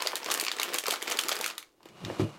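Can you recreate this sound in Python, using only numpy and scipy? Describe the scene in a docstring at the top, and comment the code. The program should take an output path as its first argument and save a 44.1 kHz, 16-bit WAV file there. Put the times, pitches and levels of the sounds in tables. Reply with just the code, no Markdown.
"""Stiff plastic wrapping snaps and crinkles as a hand rummages in an open desk drawer, close by in a
small room. Tape rolls and small boxes knock and rub against each other. Then the hand pushes the drawer
front: the drawer rolls on its runners, groans briefly and bumps, and its panels boom.
A faint, low background noise lies under it all."""
import sys
import numpy as np
from scipy import signal
from scipy.fft import rfft, irfft
from scipy.io import wavfile
from scipy.ndimage import uniform_filter1d

SR = 44100
rng = np.random.default_rng(int(sys.argv[2]) if len(sys.argv) > 2 else 0)


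def dump_mix(stems):
    """Bounce the given channels to the path in sys.argv[1] as a 16-bit WAV at rate SR."""
    frames = np.atleast_2d(stems).T  # one column per channel
    limited = np.clip(frames, -1, 1)  # hard clip at full scale
    pcm = np.round(limited * 32767).astype(np.int16)
    wavfile.write(sys.argv[1], SR, pcm)


N = 104958

# how strong each pitch is in the drawer's deep rumble: pitch_hz, level_db
RUMBLE_TONE = [(30, -40), (75, -18), (105, -1.5), (180, 3), (250, -3.5), (340, 2.5), (450, -4.5),
               (700, -12), (1500, -63)]


def snaps():
    """Plastic snaps and hard things click: each is a short ring, a crack and a bright edge."""
    # one row per snap: start_s, level_db, pitch_hz, treble_db
    events = [(0.0046, -32, 1000, -63), (0.0213, -26.5, 1020, -33), (0.0476, -41, 2900, -52),
              (0.0618, -32.5, 2880, -53), (0.0715, -22.5, 4830, -31.5), (0.1552, -29.5, 4100, -29.5),
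              (0.1665, -36.5, 2480, -42), (0.23, -35.5, 920, -70), (0.2444, -36, 5900, -40.5),
              (0.2599, -31.5, 2230, -45), (0.3017, -28, 1130, -39), (0.3118, -31, 4300, -35),
              (0.315, -29, 5440, -27), (0.34, -42, 3920, -27), (0.3471, -29.5, 1780, -34),
              (0.3747, -32.5, 1150, -36), (0.3981, -26.5, 4550, -29.5), (0.4105, -29.5, 2530, -28),
              (0.4374, -35.5, 2270, -37), (0.4487, -33, 2490, -35), (0.4655, -27.5, 2450, -43),
              (0.4819, -24, 2300, -57), (0.5158, -26, 3650, -37.5), (0.5854, -33, 1930, -52),
              (0.5979, -25, 3790, -34), (0.616, -28.5, 2200, -37), (0.6306, -25, 2940, -28),
              (0.7343, -35, 4800, -37), (0.7423, -32.5, 2800, -27.5), (0.7483, -29, 2300, -46),
              (0.7597, -37, 1600, -35), (0.7849, -27, 3280, -26), (0.7955, -42, 3240, -45),
              (0.8378, -34.5, 2340, -40.5), (0.8572, -30, 2320, -50), (0.8659, -30.5, 5500, -33.5),
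              (0.8815, -26, 1110, -31.5), (0.9078, -24.5, 3270, -27.5), (0.924, -34.5, 2420, -33.5),
              (0.9389, -29, 1340, -37.5), (1.011, -41, 2010, -56), (1.0196, -35, 1990, -43),
              (1.0251, -31.5, 3300, -33.5), (1.0733, -35, 2240, -60), (1.0774, -29.5, 2370, -39.5),
              (1.1, -39, 6400, -34.5), (1.1118, -29.5, 2950, -34), (1.121, -28.5, 6150, -34.5),
              (1.171, -33, 4670, -38), (1.1892, -21, 3070, -27.5), (1.1922, -28, 3540, -32),
              (1.211, -38.5, 3240, -34), (1.236, -31, 2760, -35), (1.2842, -30, 4750, -29.5),
              (1.2911, -25.5, 1320, -29), (1.3154, -26.5, 3420, -47), (1.3195, -28, 3300, -41),
              (1.326, -29.5, 1800, -35), (1.3543, -39.5, 1740, -37.5), (1.3659, -32.5, 4970, -42),
              (1.3885, -41, 1330, -39), (1.411, -32, 890, -31.5), (1.4422, -26, 2450, -35.5),
              (1.4612, -27.5, 1350, -30), (1.478, -36, 2900, -38), (1.5007, -36, 2700, -49),
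              (1.5087, -37, 1290, -61), (1.58, -32.5, 3800, -35.5), (1.627, -44.5, 2234, -52.5),
              (1.83, -55.5, 1006, -66), (1.8557, -50, 940, -59), (1.8872, -51.5, 2340, -63),
              (2.049, -34, 3500, -51.5)]
    # tone of the crack: pitch_hz, level_db
    crack_tone = [(150, -29.5), (400, -19.5), (1200, 0.5), (3000, 2.5), (4600, 3.5), (6000, -4.5),
                  (7500, -5), (12000, -60)]
    # tone of the bright edge: pitch_hz, level_db
    edge_tone = [(3000, -26), (6500, 4), (9000, 1.5), (14000, -1.5), (16000, -14)]
    out, t = np.zeros(N), np.arange(SR // 20) / SR
    rise_s, ring_share = 0.00081, 0.39
    rise = np.minimum(t / rise_s, 1)
    for start_s, level_db, pitch_hz, treble_db in events:
        note = unit(rise * ring(t, pitch_hz, cycles=16.6))
        crack = unit(rise * burst(t, crack_tone, fade_s=0.019))
        body = unit(np.sqrt(ring_share) * note + np.sqrt(1 - ring_share) * crack, size=176)
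        edge = unit(rise * burst(t, edge_tone, fade_s=0.015), size=176)
        add(out, start_s, gain(level_db) * body + gain(treble_db) * edge)
    return out


def crinkle():
    """Tiny creases in the wrapping buckle at random: each is a dry crack with its own brief ring."""
    # how loud the crumpling is over time: time_s, level_db
    loudness = [(0, -48.5), (.09, -41), (.14, -54), (.17, -38), (.215, -64), (.295, -41), (.32, -34),
                (.39, -44.5), (.56, -46), (.62, -45), (.7, -43.5), (.75, -44), (.83, -54), (.93, -32.5),
                (.985, -51), (1.06, -54.5), (1.11, -35.5), (1.17, -45), (1.27, -46.5), (1.325, -46),
                (1.39, -49), (1.47, -36.5), (1.52, -53.5), (1.7, -77)]
    # tone of the wrapping: pitch_hz, level_db
    tone = [(200, -41.5), (600, 6.5), (1500, 0.5), (3000, 2.5), (8000, -3), (15500, -15.5)]
    out, t = np.zeros(N), np.arange(SR // 100) / SR
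    creases_per_s, low_hz, high_hz = 520, 1180, 9000
    for when, softness, pitch in rng.random((int(creases_per_s * N / SR), 3)):
        crack = unit(rng.standard_normal(len(t)) * fade(t, fade_s=0.0047))
        note = unit(ring(t, low_hz * (high_hz / low_hz) ** pitch, cycles=7.7))
        strength = gain(-6 * np.log(softness + 0.025))  # many soft creases, a few loud ones
        add(out, when * N / SR, strength * (crack + 0.5 * note))
    return unit(colour(out, tone)) * curve(loudness)


def knocks():
    """Light hollow things bump together: each gives a short ring over a dull clack."""
    # one row per knock: start_s, level_db, pitch_hz
    events = [(0.0523, -37, 563), (0.0605, -32.5, 606), (0.132, -31, 916), (0.2604, -36, 452),
              (0.2858, -33.5, 1100), (0.427, -37, 368), (0.596, -32, 1120), (0.6997, -37.5, 394),
              (0.7457, -34.5, 1030), (0.8367, -42, 430), (0.873, -34, 1250), (0.8824, -29.5, 441),
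              (0.9245, -32.5, 686), (1.025, -38, 389), (1.0775, -35.5, 370), (1.1524, -37.5, 425),
              (1.1889, -39.5, 1100), (1.2473, -39.5, 346), (1.3176, -32.5, 623), (1.4, -37, 445),
              (1.8047, -58, 980), (1.8572, -44.5, 344), (2.099, -33.5, 513)]
    # tone of the clack: pitch_hz, level_db
    tone = [(170, -35), (350, 1.5), (700, 2.5), (1300, -5.5), (2500, -11.5), (6000, -35.5)]
    out, t = np.zeros(N), np.arange(SR // 10) / SR
    rise_s, ring_share = 0.0014, 0.68
    rise = np.minimum(t / rise_s, 1)
    for start_s, level_db, pitch_hz in events:
        note = unit(ring(t, pitch_hz, cycles=12.8))
        clack = unit(burst(t, tone, fade_s=0.028))
        body = np.sqrt(ring_share) * note + np.sqrt(1 - ring_share) * clack
        add(out, start_s, gain(level_db) * unit(rise * body, size=265))
    return out


def contacts():
    """The snaps and knocks together, from things too light to make bass."""
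    return low_cut(snaps() + knocks(), hz=180)


def rubbing():
    """Things catch and slip against each other as they slide under the hand."""
    # how loud the sliding is over time: time_s, level_db
    loudness = [(0, -41.5), (.21, -47.5), (.32, -37), (.4, -42.5), (.52, -48.5), (.62, -40.5), (.76, -40),
                (.83, -54.5), (.89, -42), (1.0, -49), (1.11, -39.5), (1.22, -44), (1.33, -41.5),
                (1.45, -42.5), (1.66, -67.5), (1.75, -99)]
    # tone of the sliding things: pitch_hz, level_db
    tone = [(40, -40), (110, -19), (220, -7.5), (340, 4), (450, 4), (750, -1.5), (1100, 2), (1700, -1.5),
            (3000, -3), (8000, -20)]
    return slips(tone) * curve(loudness)


def panel_booms():
    """Each jolt of the drawer makes a thud and sets its panels ringing."""
    # jolts on the runners: start_s, level_db, push_s
    jolts = [(2.039, -38, 0.0049), (2.055, -37.5, 0.012), (2.100, -43, 0.00076), (2.1968, -24, 0.00065),
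             (2.215, -29.5, 0.0042), (2.223, -26.5, 0.0035), (2.242, -40, 0.0042)]
    # the notes the panels ring at: pitch_hz, level_db, fade_s
    notes = [(108.6, 2, 0.11), (148.6, -4.5, 0.19), (199, -3, 0.076), (319, -1, 0.31), (358.5, 6.5, 0.12),
             (445, -9, 0.15), (527, -15, 0.13), (774, -13, .1), (1170, -10, .08)]
    out, t = np.zeros(N), np.arange(SR // 2) / SR
    panels = unit(sum(gain(db) * np.sin(2 * np.pi * hz * t) * fade(t, fade_s) for hz, db, fade_s in notes))
    for start_s, level_db, push_s in jolts:
        thud = gain(-7) * unit(burst(t, RUMBLE_TONE, fade_s=0.059))
        push = t * np.exp(-2 * np.pi * t / push_s)  # a longer push sounds duller
        boom = signal.fftconvolve(panels + thud, push)[:len(t)]
        add(out, start_s, gain(level_db) * unit(boom, size=882))
    return out


def drawer():
    """The drawer rolls in: rollers rumble, panels boom, and the metal runners hiss and faintly sing."""
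    # how loud the rolling is over time: time_s, rumble_db, hiss_db
    loudness = [(1.79, -94.5, -80), (1.83, -67, -69), (1.868, -59, -58), (1.92, -57, -61),
                (1.99, -57.5, -54), (2.04, -45.5, -49), (2.11, -40, -44.5), (2.18, -49, -48),
                (2.205, -37, -37), (2.25, -36, -48.5), (2.3, -51, -52.5), (2.38, -57, -55)]
    # tone of the runners' hiss: pitch_hz, level_db
    hiss_tone = [(250, -12.5), (600, 3.5), (1150, 4), (1700, -5.5), (2400, -3), (2900, -9.5), (3600, -6.5),
                 (7000, -14.5), (13000, -24), (16000, -41)]
    body = panel_booms() + slips(RUMBLE_TONE) * curve(loudness)
    metal_note = ring(np.arange(SR // 2) / SR, pitch_hz=2880, cycles=50)
    singing = unit(signal.fftconvolve(rng.standard_normal(N), metal_note)[:N])
    hiss = unit(slips(hiss_tone) + unit(colour(rng.standard_normal(N), hiss_tone)))
    runners = (hiss + gain(-9.5) * singing) * curve(loudness, column=2)
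    return low_cut(body, hz=92) + runners


def groan():
    """A runner sticks and slips for a moment, making a rough low note that falls in pitch."""
    peak_s, width_s, pitch_hz, fall_hz_per_s = 2.048, 0.035, 176, 250
    t = np.arange(N) / SR - peak_s
    phase = 2 * np.pi * np.cumsum(pitch_hz - fall_hz_per_s * t) / SR
    roughness = 1 + 0.37 * unit(uniform_filter1d(rng.standard_normal(N), size=400))
    swell = np.exp(-(t / width_s) ** 2)
    return gain(-43) * unit(np.sin(phase)) * roughness * swell


def room(x):
    """Sound bounces around the small room and comes back as a short, smooth tail."""
    # the tail from bass to treble, next to the direct sound: pitch_hz, level_db, fade_s
    bands = [(101.3, -34, 0.34), (392, -8, 0.21), (1200, -8, 0.32), (2400, -6, 0.11), (4300, -9, 0.23),
             (8850, -8, 0.17), (15130, -5.5, 0.12)]
    t, rise_s = np.arange(SR // 2) / SR, 0.0087
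    noise = rfft(rng.standard_normal(len(t)))
    log_hz = np.log(np.fft.rfftfreq(len(t), 1 / SR) + 1)
    log_centres = np.log([row[0] for row in bands])
    tail = np.zeros(len(t))
    for this_band, (_, level_db, fade_s) in zip(np.eye(len(bands)), bands):
        band = irfft(noise * np.interp(log_hz, log_centres, this_band), len(t))
        shape = fade(t, fade_s) * np.minimum(t / rise_s, 1)
        tail += gain(level_db) * band * shape / np.linalg.norm(shape)
    return signal.fftconvolve(x, tail)[:N]


def background():
    """A faint, low, steady noise fills the room."""
    # tone of the quiet room: pitch_hz, level_db
    tone = [(25, -1.5), (200, -5.5), (330, 9), (600, -3), (1500, -18), (15000, -22)]
    return gain(-68) * unit(colour(rng.standard_normal(N), tone))


def slips(tone, per_s=900, spread_db=3):
    """Sliding surfaces catch and let go, making a stream of tiny uneven ticks."""
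    ticks = (rng.random(N) < per_s / SR) * rng.choice([-1, 1], N)
    strength = gain(spread_db * np.clip(rng.standard_normal(N), -2, 2))
    return unit(colour(ticks * strength, tone))


def ring(t, pitch_hz, cycles):
    """A pure note that dies away in the given number of vibrations."""
    return np.sin(2 * np.pi * pitch_hz * t) * fade(t, cycles / pitch_hz)


def burst(t, tone, fade_s):
    """A puff of noise with the given tone, dying away."""
    return colour(rng.standard_normal(len(t)) * fade(t, fade_s), tone)


def fade(t, fade_s):
    """A smooth fall that drops 60 dB in fade_s seconds."""
    return np.exp(-np.log(1000) * t / fade_s)


def colour(x, tone):
    """Make some pitches louder and others softer, following rows of pitch_hz, level_db."""
    hz, db = np.array(tone).T
    size = 4096
    log_hz = np.log(np.arange(size // 2 + 1) * SR / size + 1)
    gains = gain(np.interp(log_hz, np.log(hz), db))
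    # build the filter so that it never sounds before its input does
    cepstrum = irfft(np.log(gains))
    cepstrum[1:size // 2] *= 2
    cepstrum[size // 2 + 1:] = 0
    response = irfft(np.exp(rfft(cepstrum)))[:size // 2]
    return signal.fftconvolve(x, response)[:len(x)]


def low_cut(x, hz):
    """Take away the bass below hz."""
    return signal.sosfilt(signal.butter(4, hz, "high", fs=SR, output="sos"), x)


def curve(table, column=1):
    """A volume that glides between a table's levels over time."""
    rows = np.array(table)
    return gain(np.interp(np.arange(N) / SR, rows[:, 0], rows[:, column]))


def gain(db):
    """Turn decibels into a number to multiply by."""
    return 10 ** (np.asarray(db) / 20)


def unit(x, size=None):
    """Scale a sound so its average strength (rms) is 1, overall or in its first size samples."""
    return x / np.sqrt(np.mean(x[:size] ** 2) + 1e-18)


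def add(out, start_s, sound):
    """Mix a sound in at its start time."""
    i = int(np.clip(start_s * SR, 0, N - 1))
    out[i:i + len(sound)] += sound[:N - i]


def scene():
    """Rummaging with one quick echo, then the drawer rolling in, in a quiet room."""
    rustle = crinkle() + rubbing()
    rummage = contacts() + rustle
    # each contact sends a different crack in each direction; blending five makes the tail even
    contact_tail = sum(room(contacts()) for _ in range(5)) / np.sqrt(5)
    echoes = contact_tail + room(rustle)
    add(echoes, start_s=0.0101, sound=gain(-17) * rummage)
    closing = drawer() + groan()
    return (rummage + echoes + closing + gain(-5.5) * room(closing) + background())[None]


def record(dry):
    """Take away the very highest treble."""
    top_hz = 16100
    return signal.sosfilt(signal.ellip(10, .2, 70, top_hz, fs=SR, output="sos"), dry)


dry = scene()
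out = record(dry)
dump_mix(out)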